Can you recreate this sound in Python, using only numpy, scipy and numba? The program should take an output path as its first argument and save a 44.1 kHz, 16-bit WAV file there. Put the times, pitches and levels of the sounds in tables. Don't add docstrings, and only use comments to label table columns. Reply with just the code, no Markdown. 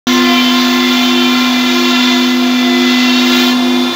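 import sys
import numpy as np
from scipy import signal
from scipy.fft import rfft, irfft
from scipy.io import wavfile
from scipy.ndimage import uniform_filter1d
from numba import njit

SR = 44100
rng = np.random.default_rng(int(sys.argv[2]) if len(sys.argv) > 2 else 0)


def output_pcm(signal):
    pcm = np.clip(np.atleast_2d(signal).T, -1, 1) * 32767
    wavfile.write(sys.argv[1], SR, np.round(pcm).astype(np.int16))


def attenuation_scalar(level_db):
    decades = np.asarray(level_db, float) / 20
    return 10 ** decades


N = 174195

# pitch_hz, level_db
HALL_COLOUR = [(20, -30), (45, -21), (90, -13), (130, -6.5), (300, 3.5), (580, 0), (1000, 3.5), (3000, -23)]
# start_s, pitch_hz, level_db
FEED_MOTOR = [
    (0, 64, -49),
    (.45, 58.05, -53),
    (.7, 58.6, -50),
    (1.1, 68.2, -47),
    (1.3, 76.4, -55),
    (1.8, 77, -57),
    (2.3, 65, -65),
    (3.95, 58.7, -63),
]
# pitch_hz, level_db
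FAN_TONES = [
    (167, -52.5),
    (299, -42),
]
# pitch_hz, level_db
SPRAY_COLOUR = [(5000, -30), (7500, 5), (8600, -25), (9600, -21), (12000, -4.5), (14000, -5), (15050, 1),
                (15800, -3)]
# start_s, level_db
SPRAY_FLOW = [(0.1, -34), (0.13, -28), (0.17, -32), (0.9, -32), (0.93, -31), (1.18, -35), (1.22, -32),
              (2.11, -33.5), (2.45, -38), (3.19, -35), (3.4, -26), (3.51, -29), (3.56, -46), (3.94, -46)]
# start_s, pitch_hz (nominal), level_db
PUMP_HUM = [(0.1, 250.0, -11), (0.85, 250.0, -12.5), (1.32, 250.0, -12), (1.86, 250.0, -13.5),
            (1.99, 250.0, -12), (3.02, 250.0, -11), (3.8, 249.9, -12), (3.89, 248.1, -16),
            (3.94, 248.3, -28)]
# multiple, level_db (under the hum)
PUMP_OVERTONES = [(2, -27), (3, -21), (4, -30), (5, -34), (7, -25), (17, -32), (18, -29), (19, -29),
                  (20, -36), (22, -37), (23, -38)]
FREE_HEAD_HZ = [348.315, 350.26, 351.45]
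FREE_HEAD_DB = [-24, -27, -32.5]
# multiple, head_1_db, head_2_db, head_3_db
FREE_HEAD_ORDERS = [(1.997, -36, -39.5, -38), (2.997, -41, -30.5, -38), (4, -34, -42, -44),
                    (5.028, -47, -39.5, -53), (5.973, -45, -42, -40), (12, -51, -53, -44),
                    (34.1, -63, -66, -57), (35, -70, -68, -58), (43, -68, -68, -49), (44, -72, -68, -63)]
# start_s, level_db
MIDDLE_HEAD_AIM = [
    (.1, 10),
    (.5, 6),
    (.75, 9),
    (1.15, 4),
    (1.35, 9.5),
    (1.65, -1),
    (1.9, 7.5),
    (2.25, -11),
    (3.95, -4),
]
# start_s, level_db
STANDING_WAVES = [(.1, 0.5), (.6, -1.5), (1.2, 0), (1.47, -6.5), (1.8, 0), (2.3, -1.5), (2.8, 0),
                  (3.3, -0.1), (3.95, -1)]
# start_s, level_db
BEARING_WHINE = [(0.1, -23), (0.8, -21.5), (0.86, -19), (1.62, -21), (1.74, -26.5), (2.07, -15.5),
                 (2.41, -26.5), (2.62, -21), (3.34, -24), (3.41, -31), (3.45, -26), (3.94, -20)]
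# centre_s, length_s, pitch_hz, level_db
TOOL_WHISTLES = [(1.3, .5, 1340, -30), (2.1, .3, 985, -29), (.35, .3, 702, -27), (2.65, .4, 700, -27),
                 (1.3, .3, 1393, -30), (.31, .3, 2018, -25), (.8, .25, 2007, -27), (1.55, .6, 2042, -27),
                 (2.15, .6, 2030, -24), (2.8, .7, 2018, -23), (3.32, .25, 2060, -28), (.78, .7, 2102, -24),
                 (.38, .4, 2370, -26), (1.4, .7, 2388, -25), (2.5, .5, 2374, -30), (.45, .2, 2705, -26),
                 (1.13, .4, 2731, -29), (2.0, .3, 2738, -29), (3.04, .3, 2725, -23), (.4, .45, 3078, -23),
                 (1.17, .5, 3088, -22), (3.45, .2, 3135, -25), (3.4, .2, 3490, -22), (3.17, .15, 3773, -27),
                 (3.4, .15, 3835, -25), (.28, .35, 4745, -28), (.6, .4, 4760, -30), (.11, .18, 5860, -29),
                 (2.15, .3, 700, -28)]
# slip_hz (at full load), level_db
LOADED_HEADS = [
    (4.5, -2),
    (8.5, -2),
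    (11.5, -1),
    (15, 0),
]
# start_s, share (of full load)
TOOL_LOAD = [
    (0, 0.52),
    (.4, 1.14),
    (1.2, 0.95),
    (2.1, 0.94),
    (2.5, 1.23),
    (3.0, 1.1),
    (3.35, 0.49),
    (3.95, 0.43),
]
# start_s, level_db
CUT_LEVEL = [(0.1, -12), (0.26, -14), (0.36, -13), (0.62, -13.5), (0.87, -13), (1.81, -15), (2.09, -13.5),
             (2.38, -17.5), (3.06, -14), (3.08, -14.5), (3.38, -12), (3.39, -11.5), (3.53, -15),
             (3.54, -19), (3.93, -18), (3.94, -16)]
# pitch_hz, level_db
GRIT_COLOUR = [(250, -33), (600, -14.5), (1000, -3.5), (2000, -3.5), (3600, 0), (5200, -8), (7000, -13.5),
               (9000, -45)]

NO_LOAD_HZ = 351
MARK_REPEAT = 0.88


def curve(table, col=1):
    table = np.array(table, float)
    return np.interp(np.arange(N) / SR, table[:, 0], table[:, col])


def unit(x):
    return x / np.sqrt(np.mean(x ** 2))


def colour(x, table):
    table = np.array(table, float)
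    hz = np.arange(1, N // 2 + 2) * SR / N
    level_db = np.interp(np.log(hz), np.log(table[:, 0]), table[:, 1])
    return unit(irfft(rfft(x) * attenuation_scalar(level_db), N))


def walk(rate):
    hold = int(SR / rate)
    steps = np.repeat(rng.standard_normal(N // hold + 1), hold)
    slewed = uniform_filter1d(uniform_filter1d(steps, hold), hold)
    return 1.34 * slewed[:N]


def tone(turns):
    return np.sqrt(2) * np.cos(2 * np.pi * turns)


def treble(x):
    return unit(np.diff(np.diff(x, prepend=0), prepend=0))


@njit
def rerun(x, lag, repeat):
    y = x.copy()
    for i in range(200, len(x)):
        k = int(lag[i])
        part = lag[i] - k
        y[i] += repeat * ((1 - part) * y[i - k] + part * y[i - k - 1])
    return y


def echoes(x):
    decay_s, scatter_db = 0.03, -2.5
    t = np.arange(int(3 * decay_s * SR)) / SR
    tail = rng.standard_normal(len(t)) * np.exp(-t / decay_s)
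    tail = tail / np.sqrt(np.sum(tail ** 2))
    return x + attenuation_scalar(scatter_db) * signal.fftconvolve(x, tail)[:N]


def hall():
    return attenuation_scalar(-27.5 + 1.9 * walk(1.76)) * colour(rng.standard_normal(N), HALL_COLOUR)


def feed_motor():
    turns = np.cumsum(curve(FEED_MOTOR) + 3.1 * walk(7)) / SR
    level_db = curve(FEED_MOTOR, col=2)
    first = attenuation_scalar(level_db + 3 * walk(9)) * tone(turns)
    octave = attenuation_scalar(level_db - 3 + 4.3 * walk(10.3)) * tone(2 * turns)
    return first + octave


def fans():
    t = np.arange(N) / SR
    return sum(attenuation_scalar(db + 3 * walk(3.84)) * tone(hz * t) for hz, db in FAN_TONES)


def spray():
    thrown_db, thrower_slip_hz = -2, 6
    puffs = attenuation_scalar(0.6 * walk(14) + 1.0 * walk(300)) * rng.standard_normal(N)
    turn_samples = SR / (NO_LOAD_HZ - thrower_slip_hz * curve(TOOL_LOAD))
    thrown = rerun(rng.standard_normal(N), turn_samples, MARK_REPEAT)
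    hiss = treble(puffs) + attenuation_scalar(thrown_db) * treble(thrown)
    return attenuation_scalar(curve(SPRAY_FLOW) + 2.0) * colour(hiss, SPRAY_COLOUR)


def pump():
    turns = 249.86 * np.arange(N) / SR
    overtones = 0
    for multiple, db in PUMP_OVERTONES:
        overtones = overtones + attenuation_scalar(db + 2 * walk(2)) * tone(multiple * turns + rng.random())
    return attenuation_scalar(curve(PUMP_HUM, col=2)) * (tone(turns) + overtones)


def free_heads():
    in_step_s = 0.226
    t, out = np.arange(N) / SR - in_step_s, 0
    for head, hz in enumerate(FREE_HEAD_HZ):
        out = out + attenuation_scalar(FREE_HEAD_DB[head] + curve(STANDING_WAVES)) * tone(hz * t)
        turns = hz * t + np.cumsum(0.246 * walk(3)) / SR
        aim_db = curve(MIDDLE_HEAD_AIM) if head == 1 else 0
        for multiple, *db in FREE_HEAD_ORDERS:
            level_db = db[head] + aim_db + 2.15 * walk(5.8)
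            out = out + attenuation_scalar(level_db) * tone(round(multiple) * turns + rng.random())
    return out


def bearing():
    turns = 3517.4 * np.arange(N) / SR + np.cumsum(0.64 * walk(4.07)) / SR
    return attenuation_scalar(curve(BEARING_WHINE) - 2.35) * tone(turns)


def tool_whistles():
    wobble_depth, flutter_db = 0.001487, 2.5
    t, out = np.arange(N) / SR, 0
    wobble, flutter = np.cumsum(walk(9)) / SR, walk(21.91)
    for k, (centre_s, length_s, hz, db) in enumerate(TOOL_WHISTLES):
        place = np.clip((t - centre_s) / (0.69 * length_s), -1, 1)
        swell = np.cos(np.pi / 2 * place) ** 1.5
        turns = hz * (t + wobble_depth * np.roll(wobble, 5003 * k))
        level_db = db + flutter_db * np.roll(flutter, k * N // len(TOOL_WHISTLES))
        out = out + attenuation_scalar(level_db) * swell * tone(turns)
    return out


def cutting():
    slip_wander_hz, head_swell_db, loose_grit_db = 0.84, 2.5, -1.5
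    out = 0
    for slip_hz, db in LOADED_HEADS:
        hz = NO_LOAD_HZ - slip_hz * curve(TOOL_LOAD) + slip_wander_hz * walk(2.97)
        grit = rerun(rng.standard_normal(N), SR / hz, MARK_REPEAT)
        out = out + echoes(attenuation_scalar(db + head_swell_db * walk(6.06)) * grit)
    out = unit(out) + attenuation_scalar(loose_grit_db) * rng.standard_normal(N)
    return attenuation_scalar(curve(CUT_LEVEL) - 2.5) * colour(out, GRIT_COLOUR)


def scene():
    background = hall() + feed_motor() + fans() + spray() + pump()
    spindles = free_heads() + bearing() + tool_whistles() + cutting()
    return (background + spindles)[None]


def low_pass(x):
    return signal.sosfilt(signal.butter(12, 16950, fs=SR, output="sos"), x)


def record(dry):
    start_s, fade_s, top_hz = 0.0697, 0.00035, 15730
    opening = np.clip((np.arange(N) / SR - start_s) / fade_s, 0, 1)
    mix = np.clip(dry, -0.96, 0.96) * opening
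    mix = signal.sosfilt(signal.ellip(16, 0.3, 75, top_hz, fs=SR, output="sos"), mix)
    return low_pass(mix)


dry = scene()
out = record(dry)
output_pcm(out)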